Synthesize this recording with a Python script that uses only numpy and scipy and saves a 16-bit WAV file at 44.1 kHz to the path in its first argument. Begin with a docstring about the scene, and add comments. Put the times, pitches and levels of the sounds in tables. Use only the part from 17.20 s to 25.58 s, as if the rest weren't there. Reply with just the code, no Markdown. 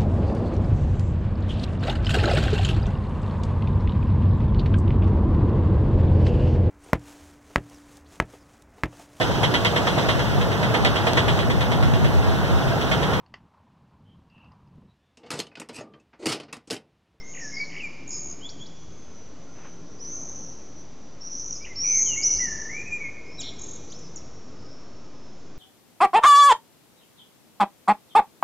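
"""Blackbird and swifts at dusk

A blackbird sings over the roofs: low fluted notes, buzzy trills and quick chips, its two-sided
syrinx often sounding two notes at once. Swifts scream overhead, near and far, among dry twitters.
House fronts throw the sound back. Underneath sit a city murmur, droning engines and one soft rustle."""
import sys
import numpy as np
from scipy import signal
from scipy.fft import rfft, irfft, next_fast_len
from scipy.io import wavfile
from scipy.ndimage import uniform_filter1d

SR = 44100
rng = np.random.default_rng(int(sys.argv[2]) if len(sys.argv) > 2 else 0)


def generate_wav(sig):
    """Save sig (samples, or channels by samples) to the path in sys.argv[1] as 16-bit PCM at SR."""
    pcm = np.round(np.clip(np.atleast_2d(sig).T, -1, 1) * 32767).astype(np.int16)
    wavfile.write(sys.argv[1], SR, pcm)


N = 369558

# The blackbird's smooth notes. Here and below, peak_at runs from 0 (a sound's start) to 1 (its end).
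# start_s, length_s, opening_hz, middle_hz, closing_hz, level_db, peak_at
WHISTLES = [ (0.206, 0.1, 1930, 1737, 1718, -41, 0.1), (0.315, 0.044, 2215, 2130, 2160, -40, 0.5),
            (0.358, 0.033, 2130, 2173, 2160, -29.5, 0.5), (0.393, 0.044, 2227, 2257, 2240, -29.5, 0.2),
            (0.623, 0.054, 2467, 2380, 2260, -32, 0.4), (1.209, 0.07, 2900, 3280, 3520, -40, 0.66),
            (1.246, 0.028, 6760, 6950, 7120, -49, 0.8), (1.288, 0.0099, 3100, 4470, 5250, -38, 0.5),
            (1.296, 0.021, 5150, 5720, 5850, -43, 0.1), (1.393, 0.048, 3110, 3325, 3420, -41.5, 0.68),
            (1.403, 0.022, 6530, 6760, 6900, -49, 0.7), (1.458, 0.025, 3360, 5400, 5760, -48.5, 0),
            (4.405, 0.048, 2265, 2320, 2440, -43, 0.95), (4.443, 0.014, 2400, 2700, 3020, -40.5, 0.8),
            (4.493, 0.04, 2150, 2083, 2033, -42, 0.7), (4.859, 0.087, 3240, 2940, 2780, -33, 1),
            (4.954, 0.014, 1860, 2034, 2160, -41.5, 0.8), (4.967, 0.066, 2170, 2217, 2262, -32.5, 0.16),
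            (5.184, 0.023, 1720, 1948, 2030, -41, 0.85), (5.199, 0.077, 2035, 1938, 1803, -33.5, 0.36),
            (5.655, 0.057, 2545, 2517, 2488, -35.5, 0.48), (5.71, 0.075, 2400, 2420, 2388, -28.5, 0.21),
            (5.797, 0.033, 2295, 2254, 2260, -32.5, 0.6), (5.833, 0.067, 2235, 2168, 2203, -32, 0.18),
            (6.180, 0.025, 4050, 3860, 3780, -36, 0.58), (6.192, 0.031, 7600, 6930, 3670, -33.5, 0.52),
            (6.205, 0.02, 3710, 3140, 2660, -38.5, 0), (6.697, 0.031, 4410, 5390, 7570, -42, 0.9),
            (6.717, 0.017, 2680, 3360, 4740, -46, 0.65), (6.734, 0.037, 4600, 5360, 5300, -48.5, 0.3),
            (6.788, .008, 5870, 6700, 7550, -44, 0.4), (6.957, 0.01, 7700, 6800, 6100, -33.5, 0.47),
            (6.965, 0.015, 6270, 5680, 5400, -38.5, 0.3), ]
# Its trilled notes:
# start_s, length_s, opening_hz, middle_hz, closing_hz, level_db, peak_at, beat_hz, swing_hz, pulsing_db
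TRILLS = [ (0, 0.125, 2108, 2114, 2170, -51, 0, 58, 45, 3.5),
          (0.135, 0.08, 2453, 2405, 2395, -45.5, 0.6, 44, 430, 3.5),
          (0.497, 0.092, 2372, 2490, 2630, -44, 0.85, 48, 422, 1.5),
          (0.532, 0.09, 2242, 2255, 2253, -43, 0.66, 98, 130, 3),
          (0.593, 0.033, 2900, 2740, 2560, -38, 0.5, 53, 125.6, 3),
          (4.458, 0.035, 2316, 2270, 2230, -48, 0.2, 97, 326, 0),
          (4.637, 0.18, 2367, 2312, 2096, -39.5, 0.66, 87, 110, 1.5),
          (5.265, 0.24, 1842, 1790, 1856, -40, 0.11, 29.6, 45, 13),
          (5.491, 0.14, 1980, 2334, 2400, -34, 0.78, 61, 37.5, 4.5),
          (6.23, 0.072, 3565, 3900, 3440, -37.5, 0.53, 122, 380, 1.5), ]
# Its run of quick chips: time_s, level_db
CHIPS = [(6.397, -42), (6.421, -36), (6.445, -38), (6.470, -38.5), (6.494, -37), (6.517, -37.5),
         (6.541, -40), (6.563, -40)]
# The flick and drop of one chip: offset_s, pitch_hz, gain_db
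CHIP_SHAPE = [(-.011, 6200, -12), (-.005, 6500, 0), (-.002, 6600, -1), (0, 7500, -2), (.002, 6000, -7),
              (.005, 4500, -18)]
# Swift screams; rasp runs from 0 (clean) to 1 (hoarse).
# start_s, length_s, scoop_s, opening_hz, middle_hz, closing_hz, level_db, peak_at, rasp
SCREAMS = [ (-.02, 0.052, 0.0038, 5300, 5380, 5420, -48.5, 0.4, 0.57),
           (0.027, 0.31, 0, 6200, 6660, 6230, -43, 0.42, 0.82),
           (0.194, 0.16, 0.0046, 5730, 5520, 5460, -43.5, 0.23, 0.96),
           (.338, 0.12, 0, 5290, 5020, 4650, -45.5, 0.05, 0.99),
           (1.542, 0.14, 0.0027, 5810, 6000, 6100, -57, 0.35, 0.5),
           (1.656, 0.32, 0, 6170, 6230, 6230, -56.5, 0.3, 0.5),
           (1.907, 0.19, 0.0039, 5890, 5950, 5950, -54, 0.4, 0.15),
           (2.155, 0.45, 0.0054, 5980, 6090, 5980, -54, 0.7, 0.54),
           (2.598, 0.31, 0.0061, 6040, 5920, 6100, -55, 0.6, 0.73),
           (2.787, .13, 0.031, 6030, 5920, 6080, -39.5, 0.32, 0.37),
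           (2.841, 0.2, 0.031, 6020, 6120, 6190, -36, 0.54, 0.64),
           (2.931, 0.41, 0, 6200, 6130, 5790, -41, 0.24, 0.84),
           (3.533, .1, 0, 5820, 5940, 5930, -48.5, 0.76, 0.52),
           (3.737, 0.29, 0.015, 5960, 5870, 5980, -61, 0.3, 0.5),
           (4.006, 0.04, 0, 5500, 5540, 5630, -41, 0.44, 0.62),
           (4.037, 0.056, 0, 5680, 5770, 5860, -36, 0.6, 0.6),
           (4.08, 0.18, 0.00048, 5820, 5890, 5910, -36, 0.3, 0.77),
           (4.162, 0.069, 0.0044, 5940, 5940, 5850, -35, 0.55, 0.7),
           (4.23, 0.17, 0.009, 6550, 6400, 6170, -42.5, 0.87, 1),
           (4.556, 0.345, 0.0057, 5330, 6177, 6785, -23.5, 0.48, 0.23),
           (4.584, 0.26, 0.003, 5280, 6013, 6174, -22, 0.92, 0.12),
           (4.828, 0.095, 0.00038, 6250, 6250, 6200, -25.5, 0.8, 0.61),
           (4.903, 0.15, 0.005, 6680, 6710, 6740, -32, 0.15, 0.56),
           (5.021, 0.0777, 0.03, 6010, 5936, 5857, -18, 0.42, 0.24),
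           (5.045, 0.046, 0, 6220, 6270, 6200, -29, 0.4, 0.3),
           (5.097, 0.029, 0.0024, 5900, 5934, 5870, -22.5, 0.5, 0.3),
           (5.127, 0.055, 0, 6010, 6114, 6090, -23.5, 0.01, 0.42),
           (5.162, 0.1, 0.038, 5660, 5876, 6025, -26.5, 0.78, 0.52),
           (6.056, 0.27, 0, 5030, 5470, 5670, -47, 0.8, 0.54),
           (6.544, 0.41, 0, 5980, 5980, 6030, -53.5, 0.23, 0.55),
           (6.501, 0.2, 0.0074, 5620, 5620, 5570, -63, 0.2, 0.6),
           (6.754, .14, 0.0029, 5420, 5390, 5170, -51.5, 0.7, 0.77),
           (6.983, 0.42, 0.0053, 5630, 5570, 5420, -60.5, 0, 0.57),
           (7.349, 0.24, 0.01, 4910, 5330, 5390, -56, 0.66, 0.9),
           (7.502, 0.52, 0, 5470, 5440, 5400, -63, 0, 0.4),
           (7.92, 0.29, 0, 5130, 5280, 5270, -63.5, 0.34, 0.5), ]
# The birds' dry rattles, before the slowing stretches them:
# start_s, length_s, ticks_per_s, opening_hz, closing_hz, tick_drop_hz, level_db, peak_at
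RATTLES = [ (0.874, 0.016, 66, 6870, 6980, 1100, -33.5, 1), (0.9026, .212, 83, 6880, 6790, 1100, -29, 0.1),
           (0.903, 0.085, 93, 5450, 5350, 1050, -36, 0.4), (1.004, 0.0094, 83, 5050, 5050, 990, -40.5, 0.1),
           (1.111, 0.008, 83, 5200, 5150, 800, -45, 0), (0.338, .108, 75, 5300, 4440, 900, -36.5, 0.2),
           (4.238, .045, 53, 6100, 6090, 700, -30.5, 0.9), (4.304, 0.034, 54, 6000, 5820, 804, -25, 0.6),
           (4.35, 0.016, 127, 5220, 5360, 512, -34.5, 0.5), (4.414, 0.017, 140, 5270, 5150, 600, -42.5, .3),
           ]
# Overtones of a bird's voice: pitch_multiple, gain_db
OVERTONES = [(3, -23)]
# Slaps off the house fronts: delay_s, gain_db
WALL_ECHOES = [(.003, -22.5), (.007, -10), (.012, -15.5), (.027, -23.5)]
# Time the street's tail takes to fall 60 dB: frequency_hz, decay_s
STREET_DECAY = [(1500, 1.9), (2500, 1.77), (4000, 1.9), (6000, 1.32), (8000, 2.4)]
# Tone of that tail: frequency_hz, gain_db
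STREET_EQ = [(1500, -6), (2500, -7.5), (4000, -8), (6000, -9.5), (8000, -10.5)]
# Tone of the city bed: frequency_hz, gain_db
CITY_EQ = [(15, -34), (25, -6.5), (33, -6), (91, -6), (165, 0), (196, -5), (287, -1.5), (316, -6),
           (356, -4.5), (783, -14.5), (1230, -17.5), (1720, -23.5), (3980, -28), (6130, -24), (7600, -35),
           (9880, -76), (16700, -120)]
# Stereo width of the bed: frequency_hz, side_to_mid_db
CITY_WIDTH = [(30, -43.5), (100, -35.5), (300, -25.5), (700, -23.5), (2000, -16), (7000, -8)]
# Swell of the tyre roar, taken relative to its median: time_s, roar_db
TRAFFIC_SWELL = [(0.0, -47), (0.02, -51), (0.25, -48.5), (1.4, -49), (1.631, -51), (3.08, -47), (3.66, -50),
                 (4.551, -49), (5.16, -45), (5.97, -48), (6.51, -47), (8.38, -49.5)]
# Engines and motors in the streets: start_s, length_s, opening_hz, closing_hz, level_db
ENGINES = [ (0, 1.64, 280, 280, -57), (0, 2, 169.4, 168, -57), (0.998, 1.13, 71.7, 79.5, -59),
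           (1.804, 1.36, 1397, 1400, -70.5), (2.198, 1.2, 262, 276.6, -60.5),
           (2.2, 1.72, 171.6, 164.8, -58.5), (3.4, 1.4, 41.8, 45.9, -59.5),
           (4.398, 0.84, 95.5, 101.2, -56.5), (4.751, 0.65, 69.6, 75.2, -55.5),
           (4.98, 0.48, 51.9, 55.5, -52.5), (5.45, 0.64, 77, 85.4, -53.5), (6.08, 0.37, 67.1, 70.6, -53.5),
           (5.8, 1.52, 477.5, 472, -64.5), (6.1, 0.86, 88.8, 97.5, -56.5), (6.55, 0.67, 149, 156.6, -56.5),
           (6.95, 0.55, 89.4, 91.7, -54.5), (7.53, 0.57, 96, 105, -59.5), (6.896, 1.26, 1243, 1256, -68), ]
# Tone of the rustle: frequency_hz, gain_db
RUSTLE_EQ = [(200, -23), (600, -1), (1300, 0), (2800, -5.5), (4200, -20), (8000, -35)]


def blackbird(trill_rasp=0.48):
    """Fluted notes, trills and chips; the wider a trill swings, the raspier it gets."""
    song = np.zeros(N)
    for start, length, opening, middle, closing, db, peak_at in WHISTLES:
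        u = progress(length)
        level = db + swell(u, peak_at, rise_db=14, fall_db=7)
        add(song, start, syrinx(arc(u, opening, middle, closing), level))
    for start, length, opening, middle, closing, db, peak_at, beat_hz, swing_hz, pulsing_db in TRILLS:
        u = progress(length)
        pitch = arc(u, opening, middle, closing)
        level = db + swell(u, peak_at, rise_db=5.5, fall_db=4.5)
        rasp = trill_rasp * min(swing_hz / 400, 1)
        add(song, start, syrinx(pitch, level, beat_hz, swing_hz, pulsing_db, rasp))
    offsets, chip_hz, chip_db = np.transpose(CHIP_SHAPE)
    t = np.arange(offsets[0], offsets[-1], 1 / SR)
    for time, db in CHIPS:
        chip = syrinx(np.interp(t, offsets, chip_hz), db + np.interp(t, offsets, chip_db))
        add(song, time + offsets[0], chip)
    return song


def syrinx(pitch_hz, level_db, beat_hz=0, swing_hz=0, pulsing_db=0, rasp=0, fray_hz=300,
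           uneven=0.02, jitter=0.0044, shimmer_db=1.33, edge_s=0.0019):
    """One side of a bird's syrinx: a near sine whose trills swing the pitch and pulse the level."""
    n = len(pitch_hz)
    t = np.arange(n) / SR
    hz = uniform_filter1d(pitch_hz, size=60) * (1 + jitter * wander(n, 190))
    beat = phase_of(beat_hz * (1 + uneven * wander(n, 44)))
    hz += swing_hz * (np.sin(beat) + 0.39 * np.sin(2 * beat))  # a lopsided swing
    pulsing = unit_rms(amp(-pulsing_db * np.cos(beat - 1)))  # loudest late in the fall of each beat
    dwell_db = 3 * min(swing_hz / 500, 1)  # wide swings ring at their turning points
    pulsing *= unit_rms(amp(-dwell_db * np.cos(2 * beat)))
    gate = np.sin(np.pi / 2 * np.clip(np.minimum(t, t[-1] - t) / edge_s, 0, 1)) ** 2
    phase = phase_of(hz)
    tone = np.sin(phase) + sum(amp(db) * np.sin(k * phase) * (k * hz < SR / 2) for k, db in OVERTONES)
    frayed = fray(n, fray_hz) * np.sin(phase) + fray(n, fray_hz) * np.cos(phase)
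    voice = np.sqrt(2 * (1 - rasp ** 2)) * tone + rasp * frayed
    return voice * gate * pulsing * amp(level_db + shimmer_db * wander(n, 140))


def fray(n, core_hz, skirt_hz=1260, skirt_db=-20):
    """Uneven vibration frays a tone into a narrow band with a faint, wide skirt of hiss."""
    skirt = amp(skirt_db)
    return (wander(n, core_hz) + skirt * wander(n, skirt_hz)) / np.sqrt(1 + skirt ** 2)


def swifts(scoop_hz=1412, scoop_db=8.5, waver_hz=22):
    """Shrill screams that scoop up, arch, buzz and fray; the clean ones hold a wavering line."""
    calls = np.zeros(N)
    for start, length, scoop_s, opening, middle, closing, db, peak_at, rasp in SCREAMS:
        u = progress(length)
        scoop = np.maximum(1 - u * length / max(scoop_s, 1 / SR), 0)
        pitch = arc(u, opening, middle, closing) - scoop_hz * scoop + waver_hz * wander(len(u), 35)
        level = db + swell(u, peak_at, rise_db=14, fall_db=7, curve=1.92) - scoop_db * scoop
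        # the hoarser the scream, the slower and wider its buzz
        buzz_hz = 490 * (130 / 490) ** rasp
        swing_hz = np.interp(rasp, [0, 1], [13, 130])
        fray_hz = np.interp(rasp, [0, 1], [220, 486])
        scream = syrinx(pitch, level, buzz_hz, swing_hz, pulsing_db=rasp, rasp=rasp, fray_hz=fray_hz,
                        uneven=0.25, jitter=0.0016, shimmer_db=0.44, edge_s=0.0022)
        add(calls, start, scream)
    return calls


def rattles(tick_s=0.011, slowing_per_s=0.36):
    """Dry twitters: slowing trains of ticks, each diving in pitch and then levelling out."""
    out, u = np.zeros(N), progress(tick_s)
    tick_db = swell(u, peak_at=0.54, rise_db=12.5, fall_db=12.5)
    for start, length, rate, opening, closing, drop_hz, db, peak_at in RATTLES:
        for t in np.arange(0, length, 1 / rate):
            hz = opening + (closing - opening) * t / length
            pitch = arc(u, hz + drop_hz / 2, hz - 0.17 * drop_hz, hz - drop_hz / 2)
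            level = db + swell(t / length, peak_at, rise_db=3, fall_db=6) + tick_db
            add(out, start + t * (1 + slowing_per_s * t), syrinx(pitch, level, rasp=0.4))
    return out


def walls(sound):
    """Single slaps off the nearest house fronts."""
    out = np.zeros(N)
    for delay, db in WALL_ECHOES:
        add(out, delay, amp(db) * sound)
    return out


def roofs(sound, delay_s=0.007, decay_s=0.13, gain_db=-9):
    """A quick, dense scatter off the nearest roofs that blurs every note."""
    t = np.arange(SR // 4) / SR
    taps = scatter(len(t), taps_per_s=3000) * amp(-60 * t / decay_s)
    out = np.zeros(N)
    add(out, delay_s, amp(gain_db) * signal.oaconvolve(sound, taps / np.linalg.norm(taps)))
    return out


def doppler(sound, spread_hz=70):
    """A flying swift nears some walls and leaves others, so its echoes spread around its pitch."""
    shift_hz = spread_hz * wander(N, 30)
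    return np.sqrt(2) * np.cos(phase_of(shift_hz)) * sound


def street(sound, build_s=0.0025):
    """A long tail of echoes from roofs and yards, each band dying at its own speed."""
    hz, t, bands = signal.stft(unit_rms(scatter(2 * SR, taps_per_s=2000)), SR, nperseg=256)
    decay_s = curve_at(STREET_DECAY, hz)[:, None]
    unit_energy = np.sqrt(np.log(1e6) / (decay_s * SR))
    envelope = amp(-60 * t / decay_s) * (1 - np.exp(-t / build_s))
    bands *= unit_energy * envelope * amp(curve_at(STREET_EQ, hz))[:, None]
    tail = signal.istft(bands, SR, nperseg=256)[1]
    return signal.fftconvolve(sound, tail)[:N]


def drifting_street(sound, drift_hz=30, drift_rad=1.11):
    """Moving air shifts the echo between two sets of paths, blurring the tail; gives mid and side."""
    turn = drift_rad * wander(N, drift_hz)
    first, second = street(sound), street(sound)
    return np.cos(turn) * first + np.sin(turn) * second, np.cos(turn) * second - np.sin(turn) * first


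def city(level_db=-47, roar_hz=1500):
    """Distant traffic: a low roar swells slowly under a steady hiss, almost alike in both ears."""
    hz = np.fft.rfftfreq(2048, 1 / SR)
    t = np.arange(N // 512 + 5) * 512 / SR
    mid_re, mid_im, side_re, side_im, grain = rng.standard_normal((len(t), len(hz), 5)).T
    grain = uniform_filter1d(grain, size=5, axis=0)
    ripple_db = unit_rms(uniform_filter1d(grain, size=16, axis=1))  # soft patches in pitch and time
    times, roar_db = np.transpose(TRAFFIC_SWELL)
    surge_db = np.interp(t, times, roar_db - np.median(roar_db)) / (1 + (hz[:, None] / roar_hz) ** 4)
    colour = amp(curve_at(CITY_EQ, hz)[:, None] + surge_db + ripple_db)
    mid = mid_re + 1j * mid_im
    side = (side_re + 1j * side_im) * amp(curve_at(CITY_WIDTH, hz))[:, None]
    bed = signal.istft(np.array([mid + side, mid - side]) * colour, nperseg=2048, noverlap=1536)[1]
    return amp(level_db) * unit_rms(bed[:, :N])


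def engines(waver=0.012, flutter_db=3, scattered=0.72, fading_hz=14):
    """Each distant engine is a wavering tone that glides with its speed and fades between the houses."""
    out = np.zeros(N)
    for start, length, opening, closing, db in ENGINES:
        u = progress(length)
        n = len(u)
        hz = (opening + (closing - opening) * u) * (1 + waver * wander(n, 13))
        envelope = amp(db + flutter_db * wander(n, 6.1)) * signal.windows.tukey(n, 0.3)
        fading = wander(n, fading_hz) + 1j * wander(n, fading_hz)
        paths = np.sqrt(2 * (1 - scattered ** 2)) + scattered * fading
        add(out, start, envelope * (paths * np.exp(1j * phase_of(hz))).real)
    return out


def rustle(start_s=2.33, length_s=0.2, level_db=-54):
    """One soft rustle: a brief, flickering puff of midrange noise."""
    out, u = np.zeros(N), progress(length_s)
    n = len(u)
    colour = amp(curve_at(RUSTLE_EQ, np.fft.rfftfreq(n, 1 / SR)))
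    noise = unit_rms(irfft(rfft(rng.standard_normal(n)) * colour, n))
    envelope = np.sin(np.pi * u) * amp(level_db + 2.1 * wander(n, 49))
    add(out, start_s, noise * envelope)
    return out


def progress(length_s):
    """A ramp from 0 to 1 across a sound."""
    return np.linspace(0, 1, max(round(length_s * SR), 64))


def arc(u, opening, middle, closing):
    """A pitch bend: one smooth bow from the opening through the middle to the close."""
    return opening + (closing - opening) * u + (2 * middle - opening - closing) * 2 * u * (1 - u)


def swell(u, peak_at, rise_db, fall_db, curve=0.92):
    """An envelope in dB: up to 0 at the peak, then down."""
    top = np.clip(peak_at, 0.02, 0.98)
    before = np.maximum(1 - u / top, 0)
    after = np.maximum((u - top) / (1 - top), 0)
    return -rise_db * before ** curve - fall_db * after ** curve


def wander(n, rate_hz):
    """Smooth random modulation of unit size, moving at up to about rate_hz."""
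    size = next_fast_len(n + 2048, True)
    lowpass = np.exp(-(np.fft.rfftfreq(size, 1 / SR) / rate_hz) ** 2)
    return irfft(rfft(rng.standard_normal(size)) * unit_rms(lowpass), size)[:n]


def scatter(n, taps_per_s):
    """Echo taps at random times, with random polarity."""
    return rng.choice([-1., 1.], n) * (rng.random(n) < taps_per_s / SR)


def curve_at(points, hz):
    """A curve's value at hz, on a log-frequency axis."""
    frequencies, values = np.transpose(points)
    return np.interp(np.log(hz + 1), np.log(frequencies + 1), values)


def phase_of(hz):
    return 2 * np.pi * np.cumsum(hz) / SR


def amp(db):
    return 10 ** (np.asarray(db) / 20)


def unit_rms(x):
    return x / np.sqrt(np.mean(x ** 2) + 1e-20)


def add(mix, start_s, sound):
    """Lays a sound into the mix, trimming any overhang."""
    start = round(start_s * SR)
    sound = sound[max(-start, 0):]
    part = mix[max(start, 0):][:len(sound)]
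    part += sound[:len(part)]


def scene(sky_delay_s=0.034, swift_send_db=4, width_db=-30):
    """Birds up front, their echoes behind, the city underneath."""
    song, screams = blackbird() + rattles(), swifts()
    front = song + walls(song) + roofs(song) + screams
    send = song.copy()
    add(send, sky_delay_s, amp(swift_send_db) * doppler(screams))  # from high up, echoes come later
    echoes, side = drifting_street(send)
    spread = amp(width_db) * np.array([side, -side])
    return front + echoes + spread + city() + engines() + rustle()


def record(dry, cutoff_hz=7650, dc_offset=-0.0163):
    """A steep high cut and a small constant offset on the whole mix."""
    lowpass = signal.firwin(301, cutoff_hz, window=("kaiser", 8), fs=SR)
    return signal.oaconvolve(dry, lowpass[None], "same") + dc_offset


dry = scene()
out = record(dry)
generate_wav(out)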